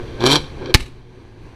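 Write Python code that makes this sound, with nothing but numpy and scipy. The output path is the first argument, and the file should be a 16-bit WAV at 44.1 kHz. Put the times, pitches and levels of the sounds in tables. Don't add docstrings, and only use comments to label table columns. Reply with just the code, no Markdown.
import sys
import numpy as np
from scipy import signal
from scipy.io import wavfile

SR = 44100
rng = np.random.default_rng(int(sys.argv[2]) if len(sys.argv) > 2 else 0)


def log_audio(samples):
    frames = np.atleast_2d(samples).T
    limited = np.clip(frames, -1, 1)
    pcm = np.round(limited * 32767).astype(np.int16)
    wavfile.write(sys.argv[1], SR, pcm)


N = 68355
T = np.arange(N) / SR


def amp(db):
    return 10 ** (np.asarray(db) / 20)


def unit(x):
    return x / np.sqrt(np.mean(x ** 2) + 1e-20)


def curve(points):
    return np.interp(T, *np.transpose(points))


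def colour(x, spectrum):
    size = 4096
    hz, db = np.transpose(spectrum)
    bins_hz = abs(np.fft.fftfreq(size, 1 / SR)) + 1
    log_gain = np.log(amp(np.interp(np.log(bins_hz), np.log(hz), db)))
    response = np.fft.ifft(np.exp(np.conj(signal.hilbert(log_gain)))).real[:size // 2]
    return signal.fftconvolve(x, response / np.linalg.norm(response))[:N]


def burst(start_s, decay_s):
    return rng.standard_normal(N) * (T >= start_s) * np.exp(-np.maximum(T - start_s, 0) / decay_s)


def ringing(start_s, hz, decay_s):
    since_s = np.maximum(T - start_s, 0)
    return np.sin(2 * np.pi * hz * since_s) * np.exp(-since_s / decay_s)


def road():
    # frequency in Hz, relative level in dB.
    roar_spectrum = [(20, 2.5), (45, -0.5), (110, -2), (200, -11.5), (350, -7), (600, -22.5), (1050, -20),
                     (1350, -29), (2400, -25.5), (3200, -33.5), (4600, -32), (5200, -42), (6000, -36.5),
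                     (7000, -46), (9000, -46), (10200, -49.5), (12000, -56), (15500, -66)]
    gust_spectrum = [(10, -3.5), (30, -9), (50, -12), (100, -13.5), (300, -36.5), (2000, -72)]
    # time in seconds, level in dB.
    roar_db = [(0, -32.5), (.5, -33), (.72, -36), (.92, -41.5), (1.05, -46), (1.15, -42), (1.36, -43.5),
               (1.46, -38.5), (1.55, -41)]
    # centre in seconds, level in dB, Gaussian width in seconds.
    gusts = [(0.047, -29, .04), (0.127, -50, .03), (0.379, -29.5, .04), (0.804, -28, 0.03),
             (1.0, -44, 0.064), (1.229, -44.5, 0.022), (1.437, -36.5, .02)]
    roar = unit(colour(rng.standard_normal(N), roar_spectrum)) * amp(curve(roar_db))
    buffet = sum(amp(db) * np.exp(-.5 * ((T - at_s) / width_s) ** 2) for at_s, db, width_s in gusts)
    return roar + buffet * unit(colour(rng.standard_normal(N), gust_spectrum))


def firing_count():
    # time in seconds, firing rate in Hz.
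    rate_hz = [(0, 120.1), (.08, 120.8), (.17, 109.7), (.205, 112.9), (.242, 122.6), (.288, 134.4),
               (.354, 150.1), (.41, 147.3), (.53, 138), (.66, 128), (.72, 130.4), (.9, 125.5),
               (1.15, 122.2), (1.25, 112.9), (1.36, 105.7), (1.55, 113.2)]
    zero_s = .264
    count = np.cumsum(curve(rate_hz)) / SR
    return count - count[int(zero_s * SR)]


def drone():
    # time in seconds, level in dB.
    level_db = [(0, -45.5), (.14, -43), (.2, -33), (.24, -23.5), (.33, -23), (.365, -25.5), (.395, -36),
                (.5, -48.5), (.72, -43.5), (.84, -44), (.95, -44), (1.09, -48), (1.25, -52), (1.55, -44)]
    lowpass = signal.butter(2, 25, fs=SR, output="sos")
    waver_db = 1.2 * unit(signal.sosfilt(lowpass, rng.standard_normal(N)))
    return np.sqrt(2) * np.cos(2 * np.pi * firing_count()) * amp(curve(level_db) + waver_db)


def firings(uneven_db, jitter_s):
    cylinders_db = [0.81, -1, .5, -1.5]
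    onsets = np.flatnonzero(np.diff(np.floor(firing_count())))
    strength, timing = rng.standard_normal((N // 100, 2))[:len(onsets)].T
    onsets = np.clip(onsets + np.round(timing * jitter_s * SR).astype(int), 0, N - 1)
    clicks = np.zeros(N)
    clicks[onsets] = amp(np.resize(cylinders_db, len(onsets)) + uneven_db * np.clip(strength, -2, 2))
    return unit(clicks)


def puffs(clicks, decay_s, share):
    envelope = signal.lfilter([1], [1, -np.exp(-1 / (decay_s * SR))], clicks)
    return np.sqrt(1 - share) * clicks + np.sqrt(share) * unit(envelope * rng.standard_normal(N))


def burble():
    # frequency in Hz, relative gain in dB.
    muffler = [(25, -26), (75, -5.5), (125, -5), (200, -12), (290, -4), (365, 6.5), (410, -3), (480, 0.5),
               (620, -13.5), (1000, -17), (1350, -24), (1600, -11.5), (1950, -34.5), (2400, -18.5),
               (2750, -38), (4200, -34.5), (7000, -56), (16000, -85)]
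    # time in seconds, level in dB.
    level_db = [(0, -33.5), (.16, -37), (.25, -22.5), (.37, -24.5), (.44, -44), (.5, -46), (.55, -42),
                (.62, -30), (.71, -26.5), (.735, -38.5), (.82, -44), (.92, -54.5), (1.2, -51),
                (1.55, -54.5)]
    drive = puffs(firings(uneven_db=2.44, jitter_s=.00043), decay_s=.016, share=.85)
    return unit(colour(drive, muffler)) * amp(curve(level_db))


def bark():
    # frequency in Hz, relative gain in dB.
    boom_spectrum = [(30, -27), (80, -28.5), (130, -28), (200, -8.5), (280, -2.5), (330, -10), (366, 5),
                     (405, -3), (460, -9.5), (550, -20.5), (700, -13), (880, -15), (1080, -14),
                     (1300, -24.5), (1650, -14), (1950, -44), (2400, -45), (3200, -47), (16000, -77.5)]
    snarl_spectrum = [(60, -28), (250, -10.5), (480, 9.5), (700, -3), (900, 6.5), (1100, 0.5), (1300, -6.5),
                      (1650, 8), (1950, -10.5), (2200, -2.5), (2500, -6), (2750, -9), (4000, -15),
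                      (9000, -33.5), (10200, -31.5), (16000, -40.5)]
    # time in seconds, pulse level in dB.
    throttle_db = [(0, -33.5), (.06, -59.5), (.17, -63.5), (.205, -27.5), (.236, -16), (.266, -14.5),
                   (.3, -16), (.362, -17), (.378, -29.5), (.42, -45.5), (.5, -49), (.72, -42.5),
                   (.9, -58.5), (1.15, -56.5), (1.3, -51), (1.55, -47.5)]
    clicks = firings(uneven_db=2.5, jitter_s=.00004)
    boom = unit(colour(clicks, boom_spectrum))
    snarl = unit(colour(puffs(clicks, decay_s=.008, share=.5), snarl_spectrum))
    return (boom + amp(-6) * snarl) * amp(curve(throttle_db))


def rasp():
    # time in seconds, drive level in dB.
    drive_db = [(0, -52.5), (.198, -49.5), (.207, -30), (.234, -31.5), (.241, -33.5), (.265, -11.5),
                (.282, -22), (.305, -18), (.326, -13), (.345, -20), (.364, -19.5), (.374, -26.5),
                (.42, -40), (.56, -56.5), (.71, -41), (.73, -79.5), (.9, -62.5), (1.55, -70.5)]
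    # start in seconds, energy in dB.
    cracks = [(.2392, 5), (.2638, 10), (.3155, 10), (.3293, 10), (.3563, 13), (.3632, 9), (.659, -8)]
    # frequency in Hz, relative level in dB, T60 in seconds.
    pipe_modes = [(1100, -36.5, .05), (3180, -35, 0.0095), (3570, -37.5, 0.045), (4030, -30.5, .04),
                  (5010, -36, 0.12)]
    # frequency in Hz, relative gain in dB.
    pipe_spectrum = [(100, -38.5), (600, -12), (1100, -2.5), (1350, -10.5), (1650, -7), (1950, -19),
                     (2350, -1), (2700, -18), (2980, -10), (3160, 3.5), (3500, -4), (4050, -2),
                     (4700, -2.5), (5100, -22.5), (5600, -1), (6300, -16.5), (7300, -12), (8200, -12),
                     (9400, -26.5), (10200, -13), (12500, -27), (15500, -35)]
    shock_db, bright_db, dull_hz = -36, -17.5, 5565
    spit_s, far_delay_s = .002, .0029
    level_db = curve(drive_db)
    clicks = firings(uneven_db=1.2, jitter_s=.00015)
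    far_pipe = np.roll(puffs(clicks, spit_s, share=.95), int(far_delay_s * SR))
    near_pipe = puffs(clicks, spit_s, share=.85)
    spit = unit(near_pipe + amp(-5) * far_pipe)
    hiss = rng.standard_normal(N)
    shock_share = 1 / (1 + amp(shock_db - level_db))
    drive = (np.sqrt(shock_share) * spit + np.sqrt(1 - shock_share) * hiss) * amp(level_db)
    drive += sum(amp(db) * unit(burst(start_s, decay_s=.0022)) for start_s, db in cracks) / np.sqrt(N)
    dull = signal.sosfiltfilt(signal.butter(3, dull_hz, fs=SR, output="sos"), drive)
    drive = dull + (drive - dull) / (1 + amp(bright_db - level_db))
    ring = sum(amp(db - 60 * T / t60_s) * np.cos(2 * np.pi * hz * T) for hz, db, t60_s in pipe_modes)
    return colour(drive + amp(-6.5) * signal.fftconvolve(drive, ring)[:N], pipe_spectrum)


def backfire():
    # start in seconds, level in dB, decay in seconds, ring pitch in Hz, ring level in dB.
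    blasts = [(0.7412, -6, 0.0043, 4300, 2), (0.745, 4.5, 0.0043, 2470, -0.5),
              (0.7506, -6.5, .005, 4640, -16)]
    # frequency in Hz, relative gain in dB.
    spectrum = [(60, -8.5), (350, -2), (520, -15.5), (680, -28), (860, -14), (1150, -5), (1700, -0.5),
                (2500, 0), (3300, -2.5), (4400, -2), (5500, -8), (8000, -15), (12000, -25.5),
                (16000, -27.5)]
    # frequency in Hz, level in dB, decay in seconds.
    hollow_modes = [(255, -23, .026), (860, -6.5, .007)]
    noise = sum(amp(db) * burst(start_s, decay_s) for start_s, db, decay_s, _, _ in blasts)
    rings = sum(amp(db) * ringing(start_s, hz, decay_s=.0014) for start_s, _, _, hz, db in blasts)
    main_blast_s = blasts[1][0]
    hollow = sum(amp(db) * ringing(main_blast_s, hz, decay_s) for hz, db, decay_s in hollow_modes)
    return colour(noise, spectrum) + rings + hollow


def pressure_wave():
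    start_s, suck_s, rise_s, rebound_s, settle_s = .7478, .0056, .00017, .0062, .012
    suck = np.sin(np.pi * np.clip((T - start_s) / suck_s, 0, 1))
    after_s = np.maximum(T - start_s - suck_s, 0)
    rebound = (1 - np.exp(-after_s / rise_s)) * np.exp(-after_s / rebound_s)
    settle = (after_s / settle_s) ** 2 * np.exp(-after_s / settle_s)
    return -amp(2) * suck + amp(-2.5) * rebound - amp(-20) * settle


def street(car):
    # delay in seconds, relative level in dB, smear in seconds.
    echoes = [(.025, -27, .004), (.051, -31.5, .005), (.059, -25.5, .004), (.077, -32, .012),
              (.115, -38, .004), (.133, -44, .005)]
    # frequency in Hz, relative gain in dB.
    spectrum = [(30, -11), (120, -12), (400, -6), (900, -7.5), (2000, -2), (5000, -6.5), (8000, -1.5),
                (10200, 0.5), (12500, -5), (16000, -11)]
    t60_s = .38
    early = sum(amp(db) * unit(burst(delay_s, smear_s)) for delay_s, db, smear_s in echoes)
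    tail = amp(-24) * unit(burst(start_s=.0075, decay_s=t60_s / np.log(1000)))
    reflected = signal.fftconvolve(car, (early + tail) / np.sqrt(N))[:N]
    return colour(reflected, spectrum) * amp(-3.5)


def scene():
    car = drone() + bark() + burble() + rasp() + backfire() + pressure_wave()
    return (car + street(car) + road())[None]


def record(dry):
    cutoff_hz = 15350
    clipped = .95 * dry / (1 + dry ** 6) ** (1 / 6)
    lowpass = signal.firwin(401, cutoff_hz, window=("kaiser", 9), fs=SR)
    return signal.oaconvolve(clipped, lowpass[None], "same")


dry = scene()
out = record(dry)
log_audio(out)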